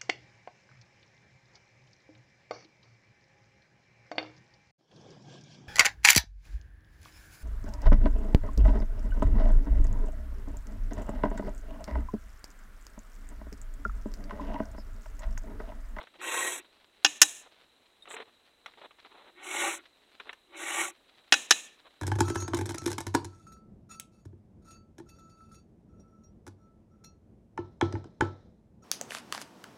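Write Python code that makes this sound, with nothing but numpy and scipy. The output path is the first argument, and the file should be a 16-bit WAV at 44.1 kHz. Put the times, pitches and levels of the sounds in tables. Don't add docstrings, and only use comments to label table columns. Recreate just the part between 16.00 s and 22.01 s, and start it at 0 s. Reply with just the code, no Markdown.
import sys
import numpy as np
from scipy import signal
from scipy.fft import rfft, irfft, next_fast_len
from scipy.io import wavfile
from scipy.ndimage import uniform_filter1d

SR = 44100
rng = np.random.default_rng(int(sys.argv[2]) if len(sys.argv) > 2 else 0)


def to_wav(sig):
    pcm = np.clip(np.atleast_2d(sig), -1, 1) * 32767
    pcm = np.round(pcm).astype(np.int16)
    wavfile.write(sys.argv[1], SR, pcm.T)


N = 265041
TIME = np.arange(N) / SR
PADDED = next_fast_len(N, True)
HZ = np.fft.rfftfreq(PADDED, 1 / SR)

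# (frequency [Hz], level [dB])
AIR_SPECTRUM = [(20, 17.5), (60, 10), (130, -2), (300, 6), (600, 3), (1500, -2.5), (3600, -1.5), (3980, 8),
                (4400, -13.5), (5200, -14), (6000, -7), (7800, -2), (11000, -7), (16000, -14)]
# (frequency [Hz], level [dB])
CRACKLE_SPECTRUM = [(100, -13.5), (350, 1.5), (4100, 2.5), (5000, -9), (6500, -9.5), (9000, -24.5)]

# (start [s], length [s], level [dB])
GLOVE_RUBS = [(-.01, 0.059, -51.5), (0.145, 0.025, -56), (0.64, .02, -57), (1.407, 0.08, -60),
              (2.065, 0.174, -50.5), (2.25, 0.056, -61.5), (2.657, 0.048, -57.5), (2.77, 0.035, -54),
              (2.806, 0.066, -53.5), (2.98, .022, -58.5), (3.042, 0.036, -54.5), (3.093, 0.219, -58.5),
              (4.196, 0.026, -53.5), (4.252, 0.068, -55), (5.84, 0.049, -62)]
# (frequency [Hz], level [dB])
CLOTH_SPECTRUM = [(100, -27), (250, -1), (440, 5.5), (620, 3), (950, 5), (1600, -1), (2800, -4.5),
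                  (4100, -1.5), (4600, -57), (8000, -18), (16000, -46)]
RUB_ATTACK_S, RUB_RELEASE_S, RUB_PRESS_DB = 0.0076, 0.012, 2

# (time [s], level before a common trim [dB], centre of colour [Hz],
# treble before fixed offsets [dB])
LINK_CLICKS = [(0.029, -49, 970, 14), (0.07, -42, 1330, -7), (0.14, -50, 1500, -10), (.214, -34, 1300, -21),
               (2.055, -41.5, 1209, -9.5), (2.075, -41, 696, -8), (2.108, -34, 1300, -8),
               (2.114, -36, 1200, -18), (2.1394, -33.5, 910, -14), (2.1648, -30.5, 1250, -8),
               (2.201, -34, 910, -10.5), (2.66, -30, 1600, 0), (2.736, -48, 2000, -13.5),
               (2.815, -43.5, 630, -16), (2.908, -44, 880, -19), (3.048, -42.5, 1106, -16),
               (4.199, -30, 1690, -9), (4.293, -29, 1820, -20), (4.329, -35, 1710, 3.5)]
CLICK_T60_S, CLICK_DAMPING = 0.036, 0.34
# (time [s], level [dB])
HOUSING_HUMS = [(2.141, -39.5), (2.201, -38.5)]
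HOUSING_HZ, HOUSING_T60_S = 450, 0.095
# (frequency [Hz], level [dB], t60 [s])
CUTTER_PING = [(3720, -44, .065), (7880, -55, .09), (10330, -54, .07)]
PING_S = 2.023

SLIDE_S, SLIDE_LENGTH_S, SLIDE_DB = 2.085, 0.073, -50.5
# (frequency [Hz], level [dB])
SLIDE_SPECTRUM = [(4500, -47), (6200, -8.0), (7700, 9), (9500, -6), (11000, -12), (15000, -29)]

# (time [s], level [dB], knock [dB], brightness [dB], fizz [dB],
# time to the rebound [s], rebound level against the rap [dB])
BAR_RAPS = [(1.0467, -7, -5, 1, -16, 0.01598, -10), (1.2166, -7, -6, 11.5, 5, .0128, -7),
            (5.3233, -4.5, -3, -4, -13.5, .0163, -5.5), (5.5080, -5, -4, 2.5, -8.5, .015, -12.5)]
# (frequency [Hz], relative level [dB], t60 [s])
BAR_MODES = [(301, -14, 0.25), (804.6, -4, 0.095), (1186, -16, 0.058), (1520, -7, 0.051), (1748, -12, 0.11),
             (1770, -0.5, .06), (2540, -4.5, 0.089), (2834, -1.5, 0.06), (3261, -11, .06),
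             (3517, -7.5, .05), (3999, -7.5, 0.11), (3870, -9.5, 0.21), (5104, -8, .04), (5380, -11, .05),
             (5740, -9.5, 0.062), (5660, -12, 0.024), (5810, -16, 0.027), (6990, -4.5, 0.059),
             (6390, -4.5, .06), (6700, -11, 0.036), (7170, -14, 0.078), (8500, -14, 0.03), (9400, -9, .05)]
# (frequency [Hz], level [dB])
CRACK_SPECTRUM = [(30, -31.5), (170, -35), (280, -8), (550, -9.5), (1300, -2), (1750, 2), (2150, -6),
                  (2750, 5), (3900, -6), (4350, -8.5), (5300, -0.5), (6500, -4.5), (10000, -7.5),
                  (12500, -15), (14000, -25.5), (16000, -36.5)]
# (frequency [Hz], level [dB])
TREE_SPECTRUM = [(100, -21.5), (250, -6), (900, -8.5), (1620, -11), (1780, -1), (2030, -12), (2500, -0.5),
                 (3200, -4), (3980, -2.5), (4450, -19), (5700, -8), (6650, -0.5), (7700, -2), (8500, -6.5),
                 (9700, -5), (11000, -14.5), (16000, -28.5)]
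# (frequency [Hz], level [dB])
FILE_MODES = [(1766, -59.5), (2530, -64), (2767, -60), (3268, -66), (3876, -67), (5582, -66.5), (6627, -61),
              (7617, -67), (7957, -70)]
FILE_RING_DB, FILE_T60_S, FILE_BLUR_HZ = 19.5, 0.5, 70
CHATTER_S, CHATTER_DB, CHATTER_BRIGHT_DB = .0026, -1, 1
RATTLE_SHARE, RATTLE_DB = .65, -5.5

# (start [s], length [s], share of the length where it pushes hardest,
# level before the layer gain [dB], taper of the ends [power], hiss against body before the layer gains [dB])
FILE_STROKES = [(.185, 0.44, .44, -31.5, 1.035, -1), (3.3, 0.54, 0.66, -30, 2.64, -7.5),
                (4.46, 0.49, 0.7, -31, 2.185, -6)]
# (frequency [Hz], level [dB])
RASP_SPECTRUM = [(90, -60), (200, -20), (310, -20), (430, -7.5), (570, -8), (690, -2), (800, -2),
                 (1700, -1.5), (2260, 2), (3300, -2.5), (4000, -1.5), (4300, -17)]
# (frequency [Hz], level [dB])
HISS_SPECTRUM = [(4800, -42), (5300, -14.5), (5800, -3), (6700, -1), (7500, 0), (8700, -2.5), (10000, -3),
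                 (11200, -13), (13000, -14.5), (14500, -27), (16000, -30)]
# (frequency [Hz], width [Hz], lift [dB])
FIRST_CUTTER_RESONANCES = [(354.5, 88, -6), (507, 140, 12.5), (916, 51, 9), (1077, 37, 12),
                           (1560, 110, 5.5), (1905, 72, 13.5), (2930, 180, -10), (2740, 340, 6),
                           (3890, 110, 2), (7800, 256, 9), (12600, 2900, 5)]
# (frequency [Hz], width [Hz], lift [dB])
NEXT_CUTTER_RESONANCES = [(334, 20, 26.5), (568, 33, 15.5), (800, 71, 10.5), (884, 52, 7), (1142, 65, 13.5),
                          (1720, 66, -8.5), (1460, 180, 7.5), (1872, 150, 8.5), (2215, 144, 9.5),
                          (2660, 21, 5), (2970, 78, 5.5), (7450, 180, 8)]
# (frequency [Hz], level [dB])
DRONE_SPECTRUM = [(150, -45), (250, -28), (335, -8), (370, -7.5), (450, -33), (800, -63)]
BITE_DB, BITE_SOFT_DB = -48, 1.5
BRIGHTEN_DB = 8.5
EDGE_HZ = 15950


def gain_of(db):
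    return 10 ** (np.asarray(db) / 20)


def evened(x):
    return x / np.sqrt(np.mean(x ** 2) + 1e-20)


def read(points, hz):
    f, value = np.transpose(points)
    return np.interp(np.log(hz + 1), np.log(f + 1), value)


def add(mix, s, sound):
    part = mix[max(round(s * SR), 0):][:len(sound)]
    part += sound[:len(part)]


def colour(x, points, size=4096):
    hz = abs(np.fft.fftfreq(size, 1 / SR))
    log_gain = np.log(gain_of(read(points, hz)))
    minimum_phase = np.exp(signal.hilbert(log_gain).conj())
    taps = np.fft.ifft(minimum_phase).real[:size // 2]
    return signal.oaconvolve(x, taps)[:len(x)]


def shaped(x, db):
    return evened(irfft(rfft(x, PADDED) * gain_of(db), PADDED)[:N])


def wander(rate_hz, size=N):
    knots = rng.standard_normal(size // 100)
    return np.interp(TIME[:size] * rate_hz, np.arange(len(knots)), knots) * np.sqrt(3 / 2)


def patchy(x, depth_db, size=256, count=5, order=4):
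    z = signal.stft(x, nperseg=size)[2]
    along_time = uniform_filter1d(rng.standard_normal(z.shape), count, 1)
    field = evened(uniform_filter1d(along_time, order, 0))
    return signal.istft(z * gain_of(depth_db * field), nperseg=size)[1][:len(x)]


def grains(per_s, spread_db):
    size = gain_of(spread_db * np.minimum(rng.exponential(1, N), 4))
    sign = rng.choice([-1, 1], N)
    return evened(size * sign * (rng.random(N) < per_s / SR))


def ring(modes, t):
    return sum(gain_of(db - 60 * t / t60) * np.sin(2 * np.pi * (hz * t + rng.random()))
               for hz, db, t60 in modes)


def air(air_db=-64.0, crackle_db=-68, flicker_db=3.5, clump_db=4.5):
    wash = shaped(patchy(rng.standard_normal(N), 1.4), read(AIR_SPECTRUM, HZ))
    ticks = grains(900, 2.6) * gain_of(clump_db * wander(65) + flicker_db * wander(21))
    crackle = shaped(ticks, read(CRACKLE_SPECTRUM, HZ))
    return gain_of(air_db) * wash + gain_of(crackle_db) * crackle


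def rub(start, length):
    t = TIME - start
    gate = np.clip(t / RUB_ATTACK_S, 0, 1) * np.clip((length - t) / RUB_RELEASE_S, 0, 1)
    return gate * gain_of(RUB_PRESS_DB * (np.clip(t / length, 0, 1) - .5))


def gloves(uneven_db=2.5):
    slips = shaped(grains(4000, 3.2), read(CLOTH_SPECTRUM, HZ)) * gain_of(uneven_db * wander(110))
    return slips * sum(gain_of(db) * rub(start, length) for start, length, db in GLOVE_RUBS)


def clicks(trim_db=-3.5, after_db=-16, after_t60=0.062, rise_s=0.00087):
    out, t = np.zeros(N), np.arange(SR // 6) / SR
    rise = 1 - np.exp(-t / rise_s)
    for s, db, hz, treble_db in LINK_CLICKS:
        spectrum = [(hz / 8, -26), (hz / 2, -4), (hz, 0), (3900, -7), (4700, treble_db - 40),
                    (5500, treble_db - 14.5), (7700, treble_db - 16.5), (15000, treble_db - 31)]
        t60 = CLICK_T60_S * (1000 / hz) ** CLICK_DAMPING
        snap = gain_of(-60 * t / t60)
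        rattle = gain_of(after_db - 60 * t / after_t60)
        noise = evened(colour(rng.standard_normal(len(t)), spectrum))
        add(out, s, gain_of(db + trim_db) * (snap + rattle) * rise * noise)
    for s, db in HOUSING_HUMS:
        add(out, s, ring([(HOUSING_HZ, db, HOUSING_T60_S)], t) * rise)
    add(out, PING_S, ring(CUTTER_PING, t) * rise)
    return out


def slide(uneven_db=1.5):
    thin = shaped(grains(3180, 7.6), read(SLIDE_SPECTRUM, HZ))
    return gain_of(SLIDE_DB + uneven_db * wander(200)) * thin * rub(SLIDE_S, SLIDE_LENGTH_S)


def trees(t60=0.56, lumpy_db=2, near_s=.19, far_db_per_s=90, size=SR // 2):
    t = TIME[:size]
    tail = evened(colour(rng.standard_normal(size), TREE_SPECTRUM))
    fade_db = 60 * t / t60 + far_db_per_s * np.maximum(t - near_s, 0)
    build_up = 1 - np.exp(-t / 0.0087)
    return tail * gain_of(lumpy_db * wander(72, size=size) - fade_db) * build_up


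def file_ring(size=SR // 2):
    t, modes = TIME[:size], 0
    for hz, db in FILE_MODES:
        waver = wander(FILE_BLUR_HZ, size=size) + 1j * wander(FILE_BLUR_HZ, size=size)
        modes = modes + gain_of(db) * waver * np.exp(2j * np.pi * hz * t)
    return modes.real / np.sqrt(2) * gain_of(FILE_RING_DB - 60 * t / FILE_T60_S)


def contacts(rebound_s, rebound_db):
    return [(0, 0, 0), (CHATTER_S, CHATTER_DB, CHATTER_BRIGHT_DB),
            (RATTLE_SHARE * rebound_s, rebound_db + RATTLE_DB, 0), (rebound_s, rebound_db, 0)]


def raps(crack_t60=0.023, crack_db=0.0, ring_db=-13.0, trees_db=-32, echo_colour=0.44, damping_db_per_s=220):
    out, t = np.zeros(N), TIME[:SR // 4]
    for s, db, knock_db, bright_db, fizz_db, rebound_s, rebound_db in BAR_RAPS:
        add(out, s, gain_of(db) * file_ring())
        for delay, touch_db, sharper_db in contacts(rebound_s, rebound_db):
            contact = [(700, knock_db), (2000, 0), (3800, 0),
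                       (6300, bright_db + sharper_db), (8500, fizz_db + sharper_db)]
            crack = colour(rng.standard_normal(len(t)) * gain_of(-60 * t / crack_t60), CRACK_SPECTRUM)
            steel = gain_of(ring_db - damping_db_per_s * t) * ring(BAR_MODES, t)
            blow = 2 * gain_of(crack_db) * crack + steel
            add(out, s + delay, gain_of(db + touch_db) * colour(blow, contact))
            gathered = [(hz, echo_colour * lift_db) for hz, lift_db in contact]
            add(out, s + delay, gain_of(db + touch_db + trees_db) * colour(trees(), gathered))
    return out


def push(start, length, crest, db, taper, hiss_db):
    along = np.clip((TIME - start) / length, 0, 1)
    arch = np.sin(np.pi * np.interp(along, [0, np.clip(crest, .1, .9), 1], [0, .5, 1]))
    body = gain_of(db) * arch ** taper
    body_level_db = 20 * np.log10(body + 1e-12)
    cutting = .5 + .5 * np.tanh((body_level_db - BITE_DB) / (2 * BITE_SOFT_DB))
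    hiss = body * cutting * gain_of(hiss_db + BRIGHTEN_DB * (along - crest))
    return body, hiss, np.sqrt(arch)


def catching(x, resonances, effort, flare_db=2.04, sing_db=5, per_s=25, size=1024):
    hz, t, z = signal.stft(x, SR, nperseg=size)
    field_db = np.zeros(z.shape)
    for centre, width, lift_db in resonances:
        swell_db = flare_db * wander(per_s) + sing_db * (lift_db / 10) * (effort ** 2 - .5)
        half_width = max(width / 2, SR / size)
        peak = 1 / (1 + ((hz - centre) / half_width) ** 2)
        field_db += np.outer(peak, np.interp(t, TIME, swell_db))
    return signal.istft(z * gain_of(field_db), nperseg=size)[1][:len(x)]


def filing(strokes, resonances, body_db, hiss_db, drone_db, teeth_hz=520, bite=0.36, chatter_db=1.15,
           comb_hz=712, reflection_db=4.0, unsteady_db=0.3):
    body, hiss, speed = np.sum([push(*row) for row in strokes], axis=0)
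    teeth_rate_hz = teeth_hz * speed * (1 + 0.1 * wander(60))
    teeth = 1 + bite * np.cos(2 * np.pi * np.cumsum(teeth_rate_hz) / SR)
    grip = gain_of(chatter_db * wander(130) + unsteady_db * wander(30))
    chips = grains(12000, 1.47) * teeth * grip
    lift_db = sum(db / (1 + (2 * (HZ - hz) / width) ** 2) for hz, width, db in resonances)
    below_dip_db = -10 * np.log10(1 + (HZ / 4200) ** 70)
    caught = catching(patchy(chips, 2.07, size=512, count=4, order=3), resonances, body / body.max())
    rasp = shaped(caught, read(RASP_SPECTRUM, HZ) + lift_db + below_dip_db)
    comb_db = reflection_db * np.cos(2 * np.pi * HZ / comb_hz)
    fizz = shaped(patchy(chips, 0.7, size=512), read(HISS_SPECTRUM, HZ) + lift_db + comb_db)
    drone = shaped(chips, read(DRONE_SPECTRUM, HZ)) * np.sqrt(body)
    return gain_of(body_db) * body * rasp + gain_of(hiss_db) * hiss * fizz + gain_of(drone_db) * drone


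def scene():
    background = air() + gloves() + clicks() + slide()
    first = filing(FILE_STROKES[:1], FIRST_CUTTER_RESONANCES, body_db=-2.5, hiss_db=-4, drone_db=-33)
    later = filing(FILE_STROKES[1:], NEXT_CUTTER_RESONANCES, body_db=-2.0, hiss_db=2, drone_db=-32)
    return (background + raps() + first + later)[None]


def record(dry, open_db=-55, shut_db=-10):
    treble = signal.oaconvolve(dry, signal.firwin(63, 5600, pass_zero=False, fs=SR)[None], "same")
    treble_db = 10 * np.log10(abs(uniform_filter1d(treble ** 2, size=1000)) + 1e-14)
    opened = np.clip((treble_db - open_db) / 2 + .5, 0, 1)
    gated = dry + treble * (gain_of(shut_db * (1 - opened)) - 1)
    clipped = gated / (1 + (gated / .83) ** 6) ** (1 / 6)
    thinned = signal.lfilter(*signal.butter(1, 140, "high", fs=SR), clipped)
    band_limit = signal.firwin(511, EDGE_HZ, window=("kaiser", 9), fs=SR)
    return signal.oaconvolve(thinned, band_limit[None], "same")


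dry = scene()
out = record(dry)
to_wav(out)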